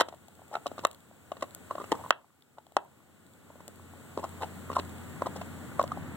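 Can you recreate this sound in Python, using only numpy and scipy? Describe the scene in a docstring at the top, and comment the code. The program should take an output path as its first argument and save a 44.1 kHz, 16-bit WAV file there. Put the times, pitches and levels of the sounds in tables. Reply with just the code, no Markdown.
"""Sharp cracks and hollow knocks: a big dog gnaws a hard bone on a concrete patio, close to a camera
with two microphone ports. Each slip of a tooth knocks the bone, rings the open mouth and breaks off
splinters; lips and tongue tick wetly. Slab, wall and fence send back short echoes.
Behind the dog are outdoor air and a far motor whose rumble grows in the second half.
The hardest cracks make the camera's limiter duck everything for a second or so."""
import sys
import numpy as np
from scipy import signal
from scipy.fft import rfft, irfft
from scipy.io import wavfile
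from scipy.ndimage import uniform_filter1d, minimum_filter1d

SR = 44100
rng = np.random.default_rng(int(sys.argv[2]) if len(sys.argv) > 2 else 0)


def dump(signal):
    """Clip the signal to [-1, 1] and save it as 16-bit WAV at the path in sys.argv[1]."""
    limited = np.clip(np.atleast_2d(signal).T, -1, 1)
    pcm = np.round(limited * 32767).astype(np.int16)
    wavfile.write(sys.argv[1], SR, pcm)


N = 271656

# Tooth slips. Each row: start in seconds, force in dB, knock in Hz, mouth in Hz, mouth ring weight in dB,
# damping as a multiple of the usual, then snap, splinter and fizz in dB relative to the force.
BITES = [(0.0, -23, 576, 858.0, 7.5, 1.1, -1, 0, -11), (0.0058, -26, 540.0, 1360, 0, 0.85, 7.5, 7, 1.0),
         (0.0103, -11.5, 591, 1016, 0, 1.2, -3.5, -23, -19),
         (0.016, -25, 520.0, 1180, -4, 0.9, -1, -6, -11),
         (0.0848, -33.5, 625.0, 900.0, -17, 1.4, -7.5, -12, -14.5),
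         (0.1257, -37.5, 696, 910.0, -8.0, 0.84, -14, -18, -31.0),
         (0.139, -40, 654.0, 898, -7, 0.88, -24.0, -21, -31.0),
         (0.539, -34.0, 707, 1290, -3, 0.6, -5.5, -19, -20),
         (0.553, -25.5, 730.0, 1300.0, 1, 1.27, -6.5, -13.5, -27),
         (0.566, -30, 746, 1330.0, -4, 0.74, -19.0, -29, -30),
         (0.6593, -26.5, 627, 1085, -5, 0.89, -24, -21, -40.0),
         (0.6663, -28.5, 598, 1050, -3.5, 1.14, -9, -6.5, -13),
         (0.7156, -32.5, 530, 1127.0, -14.0, 1.3, -23.0, -29, -30),
         (0.78, -37, 644.0, 1149, -0.5, 1.2, -15, -11.5, -21),
         (0.7908, -31.5, 383.0, 890.0, -12.0, 1.9, -11, -16, -21.5),
         (0.8496, -14.5, 561, 1150, 2.5, 1, -2.5, -7, -9.5),
         (1.3176, -27.0, 657, 1090.0, -6.5, 0.87, -13, -16.0, -26.0),
         (1.367, -40, 480.0, 1060, -3, 1.0, -9, -13.0, -22.0),
         (1.4231, -31, 604.0, 1080, 2, 0.86, -0.5, -9.0, -12),
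         (1.4265, -25, 598, 1000, -4.5, 1.05, -10.5, -20, -22),
         (1.438, -35.0, 580.0, 1080, -4, 0.99, -18.0, -20, -29.0),
         (1.7086, -34.5, 550, 1070.0, 8, 0.77, -9.5, -21, -25.0),
         (1.7525, -32.5, 622, 1030, -6.5, 0.7, -12, -21.5, -33),
         (1.7807, -36.5, 570.0, 1080.0, 2.5, 0.82, -18.0, -20, -29.0),
         (1.8, -34, 445, 1127.0, -17, 1.1, -22, -24, -26.0),
         (1.8155, -36.5, 394, 1130, -3, 0.8, -12.0, -24, -25),
         (1.8405, -39, 500.0, 1150.0, -3, 0.99, -6.5, -20, -20),
         (1.9183, -19.5, 461, 930.0, -4, 0.81, -10.5, -14.5, -17.5),
         (1.924, -21.5, 312.5, 914, -0.5, 0.65, -13, -21.0, -26),
         (1.952, -42, 401, 1050, 4.0, 1.2, -12.0, -20, -16),
         (1.9941, -45.5, 604.0, 950.0, -2.0, 0.97, -25.0, -25.0, -30.0),
         (2.038, -49, 574, 1040.0, 8.5, 0.66, -20.0, -24.0, -25.0),
         (2.046, -52, 568, 1037, 12.0, 0.8, -24.0, -21.0, -28.0),
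         (2.061, -44.5, 506.0, 990.0, 8, 0.92, -28.0, -28, -30),
         (2.1062, -4.5, 648, 980, -5.5, 1.2, 7.5, -12.5, -9.5),
         (2.583, -30.5, 671, 850, 3, 0.93, -10.5, -18.5, -23.5),
         (2.7669, -6, 700, 884, -10.5, 1.57, -4.0, -27, -23),
         (2.7698, -20.5, 560.0, 840.0, 9.5, 0.72, -3, -14.0, -17.0),
         (3.5016, -41.5, 570, 936.0, 0.5, 0.79, -30.0, -28.5, -28.0),
         (3.556, -40, 526.0, 905.0, -10, 1.0, -24.0, -24.0, -28.0),
         (3.6043, -40.5, 480.0, 950, 0.5, 1.1, -11.0, -20.0, -20),
         (4.1746, -22.0, 430, 940, -7.0, 0.78, -23, -26, -30.5),
         (4.194, -34, 368.0, 940.0, -11.0, 0.9, -14, -25, -21.0),
         (4.2403, -31, 616.0, 1005, -4.5, 0.82, -11.5, -27, -16.5),
         (4.419, -35.5, 630, 980, -1.0, 1, -7, -18, -21), (4.4313, -30.5, 523, 770, 3, 0.68, -6, -17, -29),
         (4.7, -32.5, 465.0, 1090, 1.5, 0.8, -28.0, -26.0, -30),
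         (4.715, -37.5, 480.0, 1080.0, -1, 1.1, -9, -15, -18),
         (4.729, -34.5, 382.0, 1060.0, -5, 1.2, -12.0, -11.0, -19),
         (4.7651, -26, 700, 1037, 6, 0.55, -16, -23, -24),
         (4.789, -36, 473.0, 1055.0, 3, 0.74, -13, -4, -14),
         (4.7956, -28, 330.0, 900.0, -16.0, 0.92, -11, -11.5, -23),
         (5.22, -24, 560, 990, 0.5, 0.99, -17, -29, -31),
         (5.2593, -36, 488.0, 1000.0, 0, 1.7, -18, -12, -23.0),
         (5.2674, -28.5, 690, 1080.0, -15.0, 1.0, -17.0, -19, -27),
         (5.362, -40, 530.0, 990, -4.0, 0.92, -11, -15, -13),
         (5.4134, -36, 666, 1000.0, -4, 0.61, -5, -15, -21),
         (5.7942, -18.5, 627, 1092, 3, 0.7, -15, -23, -28),
         (5.8131, -25.5, 580.0, 975, 0, 0.81, -14, -25, -22.0),
         (5.8385, -27.5, 587, 1020, -4.5, 0.86, -21, -28.0, -20.5),
         (5.9173, -35, 740.0, 1197, 9.0, 0.86, -12.0, -15, -19),
         (5.973, -35.5, 660, 797, 0, 0.8, -26.0, -23, -29.0)]
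# Resonances of the snapping surface. Each row: pitch in Hz, width in Hz, weight in dB.
SNAP = [(1586, 970, 0.5), (2625, 160, 3)]
# Treble resonances of the finest cracks. Each row: pitch in Hz, width in Hz, weight in dB.
FIZZ = [(5820, 900, -4.5), (7200, 2200, -2.5), (12000, 1800, -12.5)]

FRACTURE_S, LEVEL_WINDOW_S = .003, .005  # fracture length at the usual force; window for burst levels
TIME = np.arange(N) / SR
BURST_TIME = np.arange(int(.04 * SR)) / SR
FREQS = np.maximum(np.fft.rfftfreq(N, 1 / SR), 1)


def from_db(db):
    """Decibels to gain."""
    return 10 ** (np.asarray(db) / 20)


def unit_rms(x):
    """Scale to unit rms."""
    return x / np.sqrt(np.mean(x ** 2) + 1e-20)


def unit_burst(x):
    """Scale a short sound to the energy of unit rms over the level window."""
    return x * np.sqrt(LEVEL_WINDOW_S * SR / (np.sum(x ** 2) + 1e-20))


def over_hz(points):
    """Read rows of (Hz, value) on a log-frequency axis, at every spectral line."""
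    hz, value = np.transpose(points)
    return np.interp(np.log(FREQS), np.log(hz), value)


def gain_curves(rows):
    """Turn rows of (seconds, dB, ..) into one gain curve for each dB column."""
    times, *columns = np.transpose(rows)
    return [from_db(np.interp(TIME, times, column)) for column in columns]


def add(track, start_s, sound):
    """Mix a short sound into a track."""
    start = int(np.clip(round(start_s * SR), 0, N - 1))
    track[start:start + len(sound)] += sound[:N - start]


def filtered(x, kind, hz):
    """Filter with skirts of 24 dB an octave."""
    return signal.sosfilt(signal.butter(4, hz, kind, fs=SR, output="sos"), x + 1e-18)


def stereo_noise(spectrum):
    """Steady noise of a given spectrum and unit rms, partly alike at the two close ports."""
    # Likeness of the ports. Each row: frequency in Hz, correlation.
    likeness = [(60, 0.34), (300, 0.84), (900, 0.28), (2500, 0), (15000, 0.029)]
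    alike = over_hz(likeness)
    mid, side = rfft(rng.standard_normal((2, N)))
    ports = np.sqrt(1 + alike) * mid + np.sqrt(1 - alike) * side * [[1], [-1]]
    return unit_rms(irfft(ports * from_db(over_hz(spectrum)), N))


def outdoor_air():
    """A soft wash of air all around the patio, a little quieter at first."""
    # Colour of the air. Each row: frequency in Hz, relative level in dB.
    air_spectrum = [(30, -23.5), (85, 3), (250, 5.5), (500, -2.5), (1000, -9), (1330, -9), (1450, -6),
                    (1600, -12), (2500, -12.5), (4000, -20), (6000, -27.5), (7100, -16.5), (8100, -14),
                    (9200, -24), (12000, -21.5), (15500, -22.5)]
    # Its level over time. Each row: time in seconds, level in dB.
    air_levels = [(0, -51.5), (1.3, -50), (1.9, -48), (6.1, -47)]
    return gain_curves(air_levels)[0] * stereo_noise(air_spectrum)


def far_motor(wander_hz=.8, wander_s=0.13, throb=0.31):
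    """A motor far behind the dog: a growing rumble and a slightly wandering hum at the firing rate."""
    # Colour of the rumble. Each row: frequency in Hz, relative level in dB.
    rumble_spectrum = [(30, -14), (55, -14.5), (85, -8.5), (130, -0.5), (210, 2.5), (280, 0.5),
                       (360, -10.5), (600, -16), (1300, -19), (1900, -20), (8000, -55.5)]
    # The motor slows a little. Each row: time in seconds, mean firing rate in Hz.
    firing_rates = [(4, 88.3), (6, 86.4)]
    # It grows louder. Each row: time in seconds, rumble in dB, hum in dB.
    motor_levels = [(0, -73.5, -63), (2.4, -69, -63), (3.2, -55, -61.5), (4.3, -49.5, -50.5),
                    (4.75, -47, -49), (5.3, -42, -48.5), (5.6, -44.5, -52), (6.0, -38, -47.5)]
    knots = np.arange(0, N / SR, wander_s)
    speed, load = (np.interp(TIME, knots, drift) for drift in rng.standard_normal((len(knots), 2)).T)
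    firing_hz = np.interp(TIME, *np.transpose(firing_rates)) + wander_hz * speed
    phase = 2 * np.pi * np.cumsum(firing_hz) / SR
    hum = unit_rms((1 + throb * load) * np.sin(phase))
    rumble_gain, hum_gain = gain_curves(motor_levels)
    return rumble_gain * stereo_noise(rumble_spectrum) + hum_gain * hum


def reflections(x, level_db, t60_s, band_hz, onset_s, delay_s=0):
    """A surface scatters one band back as a dying shower of echoes, different at each port."""
    age = np.maximum(np.arange(SR // 2) / SR - delay_s, 0)
    envelope = from_db(-60 * age / t60_s) * (1 - np.exp(-(age / onset_s) ** 2))
    echoes = rng.standard_normal((2, len(age))) * envelope
    echoes /= np.sqrt(np.sum(echoes ** 2, axis=1, keepdims=True))
    return from_db(level_db) * signal.fftconvolve(x, filtered(echoes, "band", band_hz), axes=1)[:, :N]


def ring(hz, width_hz):
    """A doubly damped resonance: it builds up over about a cycle, then dies in a few more."""
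    envelope = BURST_TIME * np.exp(-np.pi * width_hz * BURST_TIME)
    return unit_burst(envelope * np.sin(2 * np.pi * hz * BURST_TIME))


def fracture(modes, length_s, grain_db, clean_s=0):
    """Uneven micro-cracks shower through broad resonances; shorter than clean_s, mostly one break."""
    age = BURST_TIME / length_s
    grains = rng.standard_normal(len(age)) * from_db(grain_db * rng.standard_normal(len(age)))
    cracks = grains * age * np.exp(-2 * age)
    cracks[int(length_s * SR)] += np.linalg.norm(cracks) * (clean_s / length_s) ** 2
    out = 0
    for hz, width_hz, weight_db in modes:
        b, a = signal.iirpeak(hz, hz / (1.5 * width_hz), fs=SR)
        out = out + from_db(weight_db) * signal.lfilter(b, a, signal.lfilter(b, a, cracks))
    return unit_burst(out)


def slowness(force_db, usual_db=-30.5, halving_db=13):
    """A harder bite breaks the surface faster: fracture length relative to that of a usual bite."""
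    return min(2 ** ((usual_db - force_db) / halving_db), 1.5)


def splinter_modes(spread_octaves=0.07, spread_db=2.0):
    """No two splinters are alike: the same resonances, each a little shifted and reweighted."""
    # An average splinter. Each row: pitch in Hz, width in Hz, weight in dB.
    usual_modes = [(2890, 400, 6), (3797, 420, 3.7)]
    scatter = rng.standard_normal((len(usual_modes), 2))
    return [(hz * 2 ** (spread_octaves * shift), width_hz, weight_db + spread_db * strength)
            for (hz, width_hz, weight_db), (shift, strength) in zip(usual_modes, scatter)]


def lips(level_db=-9, faint_db=-44, spread_db=2.5, count=14):
    """Films of saliva part with tiny ticks: a few clear ones, and faint ones at random."""
    # Clear ticks. Each row: start in seconds, relative level in dB, treble lift in dB.
    clear_ticks = [(0.285, -48, -8), (.869, -29.5, 2), (0.9122, -31, -5), (.9463, -37, -1),
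                   (1.508, -44, -6), (1.548, -28, 6), (2.422, -31.5, -13), (2.666, -37, -9.5),
                   (2.721, -39, -6), (3.265, -41, -0.5), (3.6791, -27, 4), (4.2915, -41.5, 7),
                   (5.8276, -32.5, 0), (5.877, -36, -10)]
    # Resonances of a wet tick. Each row: pitch in Hz, width in Hz, weight in dB.
    wet_modes = [(3450, 1500, 1), (7670, 1760, 2.5), (12520, 14200, -4)]
    starts = rng.uniform(0, N / SR, count)
    faint_ticks = [(start, faint_db + spread_db * rng.standard_normal(), 0) for start in starts]
    out = np.zeros(N)
    for start, tick_db, lift_db in clear_ticks + faint_ticks:
        treble = [(hz, width_hz, weight_db + lift_db) for hz, width_hz, weight_db in wet_modes[1:]]
        tick = fracture(wet_modes[:1] + treble, length_s=0.0013, grain_db=4.5, clean_s=0.001)
        add(out, start, from_db(tick_db + level_db) * tick)
    return out


def tongue():
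    """Between the bites, tongue and gums set the mouth ringing with soft pops."""
    # Each row: start in seconds, level in dB, pitch in Hz.
    tongue_pops = [(.284, -48.5, 705), (0.393, -47, 662), (.418, -46.5, 730), (.514, -40, 620),
                   (1.112, -46.5, 617), (1.562, -50, 560), (2.244, -42, 897), (2.304, -49.5, 1114),
                   (2.576, -41.5, 703), (2.667, -41.5, 720), (2.72, -41, 680), (3.003, -50.5, 980),
                   (3.678, -43, 620), (3.686, -38, 420), (3.796, -46.5, 1000), (3.936, -47, 856)]
    out = np.zeros(N)
    for start, level_db, hz in tongue_pops:
        add(out, start, from_db(level_db) * ring(hz, width_hz=400))
    return out


def crumbs(level_db=-12, spread_s=0.0045, length_s=0.0019, count=4):
    """Crumbs of bone crackle around each slow slip, as brightly as the slip itself splinters."""
    out = np.zeros(N)
    for start, force_db, *_, splinter_db, fizz_db in BITES:
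        gain = min(slowness(force_db), 1) ** 2 * from_db(force_db + level_db)
        for offset, size in rng.standard_normal((count, 2)):
            splinter = from_db(splinter_db) * fracture(splinter_modes(), length_s, grain_db=4.5)
            fizz = from_db(fizz_db) * fracture(FIZZ, length_s, grain_db=4.5)
            add(out, start + FRACTURE_S + spread_s * offset, gain * size * (splinter + fizz))
    return out


def scraping(level_db=-25, spread_s=.008, low_hz=450, high_hz=1900, count=14):
    """Around each slow slip the tooth rubs the rough bone: a patch of dull grit of mixed pitch."""
    out = np.zeros(N)
    for start, force_db, _, _, ring_db, *_ in BITES:
        # a quick, clean break leaves hardly any grit
        gain = min(slowness(force_db), 1) ** 2 * from_db(force_db + ring_db + level_db)
        for offset, size, pitch in rng.standard_normal((count, 3)):
            hz = np.sqrt(low_hz * high_hz) * (high_hz / low_hz) ** (np.tanh(pitch) / 2)
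            add(out, start + spread_s * offset, gain * size * ring(hz, width_hz=480))
    return out


def dragging(knock_hz=570, knock_db=-2, spread_octaves=.16, count=24):
    """A dragged tooth sticks and slips in an uneven run; each slip has its own pitch and sheds a chip."""
    # Each row: middle in seconds, length in seconds, level in dB, mouth in Hz, relative grit in dB.
    tooth_drags = [(0.532, 0.03, -42, 800, -12), (0.84, 0.012, -40.5, 744, -13),
                   (1.409, 0.0067, -51.5, 1160, 4), (1.723, 0.019, -49, 1090, -15),
                   (1.807, 0.019, -40.5, 1090, -27), (1.941, .024, -43.5, 925, -22),
                   (1.993, 0.052, -48, 905, -27), (4.191, .026, -40.5, 900, -16.5),
                   (4.236, 0.033, -39, 960, -14), (4.431, 0.052, -40, 830, -12),
                   (4.76, .028, -37, 1030, -10.5), (4.783, 0.019, -36, 1050, -18),
                   (5.268, .022, -39, 940, -14), (5.366, 0.036, -43, 876, -12),
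                   (5.806, 0.024, -36, 1040, -14)]
    out = np.zeros(N)
    for middle, length_s, level_db, mouth_hz, grit_db in tooth_drags:
        gain = from_db(level_db) * np.sqrt(length_s / LEVEL_WINDOW_S / count)
        sizes = gain * unit_rms(rng.standard_normal(count))
        shifts = 2 ** (spread_octaves * rng.standard_normal((count, 2)))
        starts = middle + length_s * rng.triangular(-.5, 0, .5, count)
        for start, size, (mouth_shift, knock_shift) in zip(starts, sizes, shifts):
            knock = from_db(knock_db) * ring(knock_hz * knock_shift, width_hz=380)
            body = unit_burst(ring(mouth_hz * mouth_shift, width_hz=240) + knock)
            chip = fracture(SNAP + splinter_modes() + FIZZ, length_s=0.0024, grain_db=1.5)
            add(out, start, size * (body + from_db(grit_db) * chip))
    return out


def gnawing(mouth_db=-2, linger_db=-16, jaw_ratio=0.616, jaw_db=-10, grind_db=-22, grind_s=0.0027):
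    """Each slip knocks bone and jaw, rings the mouth and cracks the surface, amid faint grinding."""
    out = np.zeros((2, N))
    for start, force_db, knock_hz, mouth_hz, ring_db, damping, snap_db, splinter_db, fizz_db in BITES:
        force, slow, modes = from_db(force_db), slowness(force_db), splinter_modes()
        length_s = slow * FRACTURE_S
        # a quick break hardly shakes the jaw
        jaw = min(slow, 1) * from_db(jaw_db) * ring(jaw_ratio * knock_hz, width_hz=190)
        knock = unit_burst(ring(knock_hz, width_hz=damping * 370) + jaw)
        # the hollow of the mouth rings on faintly after the first cycles
        linger = from_db(linger_db) * ring(mouth_hz, width_hz=damping * 100)
        mouth = unit_burst(ring(mouth_hz, width_hz=damping * 280) + linger)
        body = knock + from_db(ring_db + mouth_db) * mouth
        snap = from_db(snap_db) * fracture(SNAP, length_s, grain_db=4.5, clean_s=0.0011)
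        splinter = from_db(splinter_db) * fracture(modes, length_s, grain_db=3.0, clean_s=0.00089)
        # the tooth also catches around the slip, more spread out in a slow fracture
        catch_times = start + slow * rng.normal(0, grind_s, size=3)
        catch_gains = force * from_db(grind_db) * rng.standard_normal(len(catch_times))
        for port in out:
            # the finest cracks scatter differently towards each port
            fizz = from_db(fizz_db) * fracture(FIZZ, length_s, grain_db=3.0)
            add(port, start, force * (body + snap + splinter + fizz))
            for catch_s, gain in zip(catch_times, catch_gains):
                add(port, catch_s, gain * body)
    return out


def scene(right_lag_s=.00008):
    """The dog close to the microphone, echoes from slab, wall and fence, air and motor beyond."""
    # The camera body colours the direct sound at the left port. 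Each row: frequency in Hz, gain in dB.
    body_shading = [(500, 0), (1200, -1), (1900, -5), (2900, -4), (4200, 2), (6000, 0)]
    dog = gnawing() + dragging() + scraping() + crumbs() + tongue() + lips()
    dog = filtered(dog, "high", hz=228)  # a small bone radiates almost no bass
    # the muzzle is left of centre, so its sound reaches the right port later
    arrival = np.array([from_db(over_hz(body_shading)), np.exp(-2j * np.pi * FREQS * right_lag_s)])
    direct = irfft(rfft(dog) * arrival, N)
    slab = reflections(dog, level_db=-11, t60_s=0.025, band_hz=(390, 2000), onset_s=0.00023)
    fence_low = reflections(dog, level_db=-16, t60_s=0.27, band_hz=(198, 1190), onset_s=0.0027)
    fence_high = reflections(dog, level_db=-21.5, t60_s=0.19, band_hz=(1250, 3900), onset_s=0.0025)
    wall = reflections(dog, level_db=-23.5, t60_s=.021, band_hz=(496, 4000),
                       onset_s=0.00077, delay_s=0.017)
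    return direct + slab + wall + fence_low + fence_high + outdoor_air() + far_motor()


def limiter(x, threshold_db=-17, excess_share=0.85, hold_s=0.3, recovery_db_per_s=9.5):
    """A loud crack turns the gain down at once; it holds, then creeps back with the background."""
    window, hold = int(LEVEL_WINDOW_S * SR), int(hold_s * SR)
    power = uniform_filter1d(x.mean(axis=0) ** 2, window)
    level_db = 10 * np.log10(np.abs(power) + 1e-12)
    wanted_db = excess_share * np.minimum(threshold_db - level_db, 0)
    held_db = minimum_filter1d(wanted_db, hold, origin=(hold - window) // 2)
    ramp_db = recovery_db_per_s * TIME
    gain_db = np.minimum.accumulate(held_db - ramp_db) + ramp_db
    return x * from_db(uniform_filter1d(gain_db, window // 2))


def record(dry, crossfeed_s=.000405, bass_cut_hz=70, hiss_db=-75.5, top_hz=16100):
    """The camera: stereo widening, port colour, bass cut, limiter, faint hiss, clipping and a top cut."""
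    # Widening subtracts the delayed other channel. Each row: frequency in Hz, share before the cap.
    crossfeed_shares = [(100, 0.048), (400, 0.65), (1200, 1), (5000, 0.54), (6500, 0.049), (8000, 0.12),
                        (15000, 0.45)]
    # The left port resonates more than the right. Each row: frequency in Hz, left minus right in dB.
    port_tilt = [(200, 1.5), (2000, -0.5), (4300, -0.5), (6000, 3), (7200, 7), (8200, 10.5), (9400, 0.5),
                 (14000, -1)]
    ports = rfft(dry)
    share = np.minimum(over_hz(crossfeed_shares), .97)
    other_side = ports[::-1] * np.exp(-2j * np.pi * FREQS * crossfeed_s)
    wide = (ports - share * other_side) / np.sqrt(1 + share ** 2)
    coloured = irfft(wide * from_db(over_hz(port_tilt) / 2 * [[1], [-1]]), N)
    limited = limiter(filtered(coloured, "high", bass_cut_hz))
    hiss = from_db(hiss_db) * rng.standard_normal((2, N))
    top_cut = signal.ellip(10, .1, 70, top_hz, fs=SR, output="sos")
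    return signal.sosfilt(top_cut, np.clip(limited + hiss, -1, 1))


dry = scene()
out = record(dry)
dump(out)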